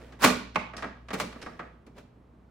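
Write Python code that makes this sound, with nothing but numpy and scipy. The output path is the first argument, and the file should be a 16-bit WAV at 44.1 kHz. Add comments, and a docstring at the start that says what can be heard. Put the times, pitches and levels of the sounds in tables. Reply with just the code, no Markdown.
"""In a small room, close by, a desk printer's plastic paper tray is shoved home, tugged and pushed again.
Sliding friction makes the tray scrape on its rails. Impacts excite damped resonances: the case clunks
and the desk booms, the tray knocks in its play and snaps against its end stop, and the catches tick.
Hands brush the plastic, and one lifts off the lid at the end. The room reverberates over a low hum."""
import sys
import numpy as np
from scipy import signal
from scipy.fft import rfft, irfft
from scipy.io import wavfile
from scipy.ndimage import uniform_filter1d

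SR = 44100
rng = np.random.default_rng(int(sys.argv[2]) if len(sys.argv) > 2 else 0)


def int16_out(signal):
    """Quantize to a 16-bit WAV file."""
    q = np.round(np.clip(np.atleast_2d(signal).T, -1, 1) * 32767)
    wavfile.write(sys.argv[1], SR, q.astype(np.int16))


N = 110250

# mains hum partials: f/Hz, level/dB before the fade
HUM_PARTIALS = [(59.2, -57.5), (119, -64), (241, -67)]
# hand strokes: centre t/s, half length/s, level/dB, left minus right/dB
STROKES = [(0.006, 0.14, -51.5, -1), (1.377, 0.24, -53.5, -0.5), (1.988, 0.025, -49, 1)]
# pushes along the rails: start t/s, end t/s, final level/dB, relative depth of the swell
PUSHES = [(0.189, 0.243, -15, 26.5), (1.182, 1.202, -43.5, 0)]
# impacts: t/s, level/dB, bass/dB, treble/dB, T60/s of the noisy ring at 1 kHz
TRAY_HITS = [(.122, -51, 11.5, 9, 0.17), (.735, -39.5, 4, -4, 0.14), (.777, -39.5, -1, -7, 0.14),
             (.823, -30.5, 0.5, 0, 0.098), (.8415, -29.5, -1.5, -6.5, 0.032), (.8515, -36, 10.5, -9, 0.075),
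             (1.085, -42, -7, 8, 0.075), (1.1048, -33.5, 4, 4, 0.081), (1.326, -45.5, -7, 9, 0.032),
             (1.357, -44, 15, -10, 0.046), (1.4612, -36, 4.5, -8, 0.13), (1.5925, -34, 1, -6, 0.16)]
CASE_HITS = [(0.2385, -12, -2, -8.5, 0.055), (.243, -17, -0.5, 2.5, .05), (0.2477, -14, 8, -1, 0.041),
             (0.257, -17.5, -7.5, -1.5, 0.17), (0.2736, -22.5, -4.5, -0.5, 0.17),
             (.302, -34.5, 8.5, 4, 0.1), (1.131, -29, 5, -7, 0.077), (1.138, -27.5, -1, -5, 0.12),
             (1.199, -23, -9, -4.5, 0.11), (1.2126, -32, 4.5, -1.5, 0.15), (1.865, -54, 12.5, -4.5, 0.14),
             (1.982, -50, 10.5, -3, 0.063)]
CATCH_HITS = [(.5462, -44.5, 16, -7, 0.073), (.7665, -43, 14.5, 5.5, 0.035), (.778, -41.5, -2, -2.5, 0.16),
              (1.416, -43, 0, -3, 0.091), (1.4255, -40.5, 16.5, -3.5, 0.069), (1.4625, -51, 3, -3.5, 0.026)]
STOP_HITS = [(.557, -18, -1.5, 2, 0.056)]
# spectral envelopes: f/Hz, relative spectral density/dB
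AIR_SPECTRUM = [(25, -31), (55, -2.5), (90, -5), (250, -6), (400, -12.5), (1100, -19.5), (2000, -30.5),
                (5000, -44.5), (16000, -57)]
RUB_SPECTRUM = [(100, -1.5), (500, 1.5), (1000, -8), (2200, -11.5), (16000, -38)]
TRAY_SPECTRUM = [(60, -19.5), (190, -3), (400, -5), (720, -2), (1000, -5), (2300, -8.5), (3300, -16),
                 (7000, -30), (16000, -52.5)]
RAIL_SPECTRUM = [(100, -17.5), (220, -2), (500, -6.5), (1000, 0.5), (2000, -7.5), (16000, -21)]
CASE_SPECTRUM = [(60, -20.5), (200, -1), (500, -5.5), (1100, -6), (1700, -7), (7000, -15), (11000, -22),
                 (16000, -28.5)]
CATCH_SPECTRUM = [(100, -12), (1500, -0.5), (4000, -4), (6500, -10), (10000, -16), (16000, -40)]
# broad resonances of the part struck: f/Hz, width/Hz, gain/dB
TRAY_RESONANCES = [(238, 50, 2), (658, 70, 6), (1155, 90, 9.5), (1277, 96, 8.2), (1638, 120, 7.1),
                   (1910, 120, 6)]
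CASE_RESONANCES = [(226, 95, 5), (438, 61, 7), (605, 90, 6.5), (880, 100, 3), (1160, 140, 5),
                   (2310, 240, 5), (4270, 230, 3.5)]
CATCH_RESONANCES = [(1636, 300, 3.9), (5270, 710, 6.7)]
STOP_RESONANCES = [(174, 210, 7.5), (840, 100, 7.5), (1139, 182, 14.5), (1495, 65, 7.5), (1820, 230, -4.5),
                   (2123, 330, 4.5), (2502, 700, 7)]
# normal modes of case and tray, and of the catches: f/Hz, relative level/dB, T60/s
BODY_MODES = [(242, -4, 0.3), (434.6, -6, 0.15), (611, -7.5, 0.24), (879, -7, .25), (1210, -7.5, 0.14),
              (1483, -13, 0.25), (2340, -10, .17), (2890, -14, 0.067)]
CATCH_MODES = [(5400, -12, 0.025)]
# reverberation: f/Hz, T60/s, level/dB
REVERB = [(100, 0.57, -7.5), (255.4, 0.54, -8.5), (500, 0.41, -7.5), (1000, .48, -10), (2003, 0.45, -8),
          (3500, .56, -7.5), (7000, 0.34, -6.5), (14000, 0.21, -11)]
# stereo width of the direct and the diffuse field: f/Hz, side relative to mid/dB
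DIRECT_WIDTH = [(150, -23.5), (350, -17.5), (700, -2), (1400, -15), (3000, -3.5), (12000, -1)]
DIFFUSE_WIDTH = [(150, -14.5), (350, -13), (700, -1.5), (3000, -6)]
# stereo balance: f/Hz, left minus right/dB
BALANCE = [(150, -1.1), (400, -2), (1400, -2.3), (3500, -.5), (12000, -.2)]

WHITE = [(20, 0), (20000, 0)]  # flat spectrum: f/Hz, level/dB
SIDES = np.array([[1], [-1]])  # left, right
BANDS_HZ = 62.5 * 2. ** np.arange(9)
RING_N = 16384  # samples per impact


def undb(db):
    """Amplitude ratio of a level in decibels."""
    return 10 ** (np.asarray(db) / 20)


def at(table, hz, column=1):
    """Interpolation of a table along logarithmic frequency."""
    table = np.array(table, float)
    return np.interp(np.log(np.maximum(hz, 1)), np.log(table[:, 0]), table[:, column])


def add(out, start, sound):
    """Superposition of a sound from a given time on."""
    i = int(start * SR)
    out[:, i:i + sound.shape[1]] += sound[:, :N - i]


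def decay(t, t60):
    """Exponential damping, 60 dB in t60."""
    return np.exp(-np.log(1000) * t / t60)


def noise(colour, width, size, grain=0):
    """Spectrum of shaped stereo noise; grain is random amplitude modulation that breaks it into clicks."""
    hz = np.fft.rfftfreq(size, 1 / SR)
    white = rng.standard_normal((2, size))
    white *= np.exp(grain * np.repeat(rng.standard_normal(size // 32 + 1), 32)[:size])
    mid, side = rfft(white / white.std())
    gain, spread = undb(at(colour, hz)), undb(at(width, hz))
    pair = (mid + SIDES * spread * side) / np.hypot(1, spread) * undb(SIDES * at(BALANCE, hz) / 2)
    return pair * gain / np.sqrt(np.mean(gain ** 2))


def octaves(spectrum, size):
    """Filter bank of overlapping octaves, giving pairs of centre f/Hz and waveform."""
    hz = np.fft.rfftfreq(size, 1 / SR)
    return [(centre, irfft(spectrum * at(np.c_[BANDS_HZ, weights], hz), size))
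            for centre, weights in zip(BANDS_HZ, np.eye(len(BANDS_HZ)))]


def minimum_phase(sound, db):
    """Causal filter with a gain in dB at each frequency, formed by folding the cepstrum."""
    size = sound.shape[1]
    cepstrum = irfft(np.log(undb(db)))
    return irfft(rfft(sound) * np.exp(rfft(2 * cepstrum[:size // 2], size) - cepstrum[0]))


def chatter(t60, hold_s=0.0057, rise_cycles=0.99):
    """Contact chatter sustains a noise burst, then damping takes over; lows build and die more slowly."""
    t, hz = np.arange(RING_N) / SR, np.fft.rfftfreq(RING_N, 1 / SR)
    burst, energy = 0, []
    for centre, band in octaves(noise(WHITE, DIRECT_WIDTH, RING_N), RING_N):
        rise = 1 - np.exp(-t * centre / rise_cycles)
        envelope = rise * decay(np.maximum(t - hold_s, 0), t60 * (1000 / centre) ** 0.32)
        burst = burst + band * envelope
        energy.append((centre, np.sum(envelope ** 2)))
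    # even out chance peaks and dips in the spectrum
    power = uniform_filter1d(np.mean(abs(rfft(burst)) ** 2, axis=0), size=41)
    return minimum_phase(burst, 10 * np.log10(at(energy, hz) / power))


def impacts(hits, colour, resonances, modes, modes_db, scatter_db=3):
    """Impact excitation: a burst passes through broad resonances and the normal modes ring freely."""
    out, t, freqs = np.zeros((2, N)), np.arange(RING_N) / SR, np.fft.rfftfreq(RING_N, 1 / SR)
    body_db = at(colour, freqs)
    body_db += sum(lift / (1 + (2 * (freqs - hz) / width) ** 2) for hz, width, lift in resonances)
    body_db -= 10 * np.log10(np.mean(undb(body_db) ** 2))  # unit mean power
    for start, db, bass_db, treble_db, t60 in hits:
        tilt = [(250, bass_db), (900, 0), (1500, 0), (5000, treble_db)]
        ring = minimum_phase(chatter(t60), body_db + at(tilt, freqs))
        for hz, mode_db, mode_t60 in modes:
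            strength, detune, phase, skew = rng.standard_normal(4)
            gain = undb(modes_db + mode_db + at(tilt, hz) + scatter_db * strength)
            pan = undb(SIDES * at(BALANCE, hz) / 2)
            angle = 2 * np.pi * (hz * (1 + 0.0041 * detune) * t + phase)
            stereo_shift = SIDES * skew * undb(at(DIRECT_WIDTH, hz))
            envelope = decay(t, mode_t60) * (1 - np.exp(-t * hz))
            ring += gain * pan * np.sin(angle + stereo_shift) * envelope
        add(out, start, undb(db) * ring)
    return out


def hum_and_air(air_db=-58.5):
    """Near-harmonic partials of mains hum sink late in the scene, over the broadband noise of room air."""
    t = np.arange(N) / SR
    hum = sum(np.sqrt(2) * undb(db) * np.sin(2 * np.pi * (hz * t + rng.random()))
              for hz, db in HUM_PARTIALS)
    fade_db = np.interp(t, (1.3, 1.82), (4.5, -3))
    air = irfft(noise(AIR_SPECTRUM, DIFFUSE_WIDTH, N), N)
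    return hum * undb(fade_db) + undb(air_db) * air


def hand_rubs():
    """Friction of skin on plastic gives noise in soft Gaussian swells."""
    t = np.arange(N) / SR
    swell = sum(undb(db + SIDES * pan_db / 2) * np.exp(-((t - centre) / half) ** 2)
                for centre, half, db, pan_db in STROKES)
    return swell * irfft(noise(RUB_SPECTRUM, DIRECT_WIDTH, N, grain=0.3), N)


def tray_knocks():
    """Backlash: the tray crosses its play and strikes, exciting its resonances."""
    return impacts(TRAY_HITS, TRAY_SPECTRUM, TRAY_RESONANCES, BODY_MODES, modes_db=-16.5)


def rail_scrape(stop_s=0.01):
    """Sliding friction grows louder and brighter as the tray gains speed, and dies when it stops."""
    t, out = np.arange(N) / SR, 0
    bands = octaves(noise(RAIL_SPECTRUM, DIRECT_WIDTH, N, grain=0.35), N)
    for start, end, db, swell in PUSHES:
        progress = np.clip((t - start) / (end - start), 0, 1)
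        contact = np.minimum(10 * progress, 1) * np.exp(-np.maximum(t - end, 0) / stop_s)
        for hz, band in bands:
            swell_db = swell * (1.5 + 0.08 * np.log2(hz / 1000))
            out = out + band * contact * undb(db - swell_db * (1 - progress))
    return out


def case_clunks():
    """Free vibration of the case after the tray hits it or the hand lets go."""
    return impacts(CASE_HITS, CASE_SPECTRUM, CASE_RESONANCES, BODY_MODES, modes_db=-13)


def desk_boom(hz=66, t60=0.39, rise_s=0.047, coupling_db=-20):
    """Structure-borne sound: each clunk drives one low mode of the desk."""
    out, t = np.zeros((2, N)), np.arange(SR // 2) / SR
    boom = np.sin(2 * np.pi * hz * t) * decay(t, t60) * (1 - np.exp(-t / rise_s))
    for start, db, bass_db, _, _ in CASE_HITS:
        add(out, start, undb(coupling_db + db + bass_db) * boom[None])
    return out


def catch_ticks():
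    """Light impacts of the catches excite one high, strongly damped mode."""
    return impacts(CATCH_HITS, CATCH_SPECTRUM, CATCH_RESONANCES, CATCH_MODES, modes_db=-5.5)


def end_stop_snap():
    """Sudden deceleration at the end stop excites the tray's midrange resonances."""
    return impacts(STOP_HITS, TRAY_SPECTRUM, STOP_RESONANCES, BODY_MODES, modes_db=-13)


def reverberation(sound, build_s=0.019):
    """The diffuse field of a small room builds up, then decays exponentially, the top treble first."""
    t, response = np.arange(SR) / SR, 0
    for hz, band in octaves(noise(WHITE, DIFFUSE_WIDTH, SR), SR):
        envelope = decay(t, at(REVERB, hz)) * (1 - np.exp(-(t / build_s) ** 2))
        envelope /= np.sqrt(np.sum(envelope ** 2))
        response = response + band * envelope * undb(at(REVERB, hz, column=2))
    return signal.fftconvolve(sound, response, axes=1)[:, :N]


def scene():
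    """Superposition of the direct sound, its reverberation, the desk and the background."""
    handling = case_clunks() + rail_scrape() + hand_rubs()
    rattles = end_stop_snap() + tray_knocks() + catch_ticks()
    echo = undb(-1) * reverberation(handling) + undb(1) * reverberation(rattles)
    return handling + rattles + echo + desk_boom() + hum_and_air()


def record(dry, cutoff_hz=15850):
    """Band limiting: a steep elliptic low-pass filter removes the highest treble."""
    return signal.sosfilt(signal.ellip(10, .2, 70, cutoff_hz, fs=SR, output="sos"), dry)


dry = scene()
out = record(dry)
int16_out(out)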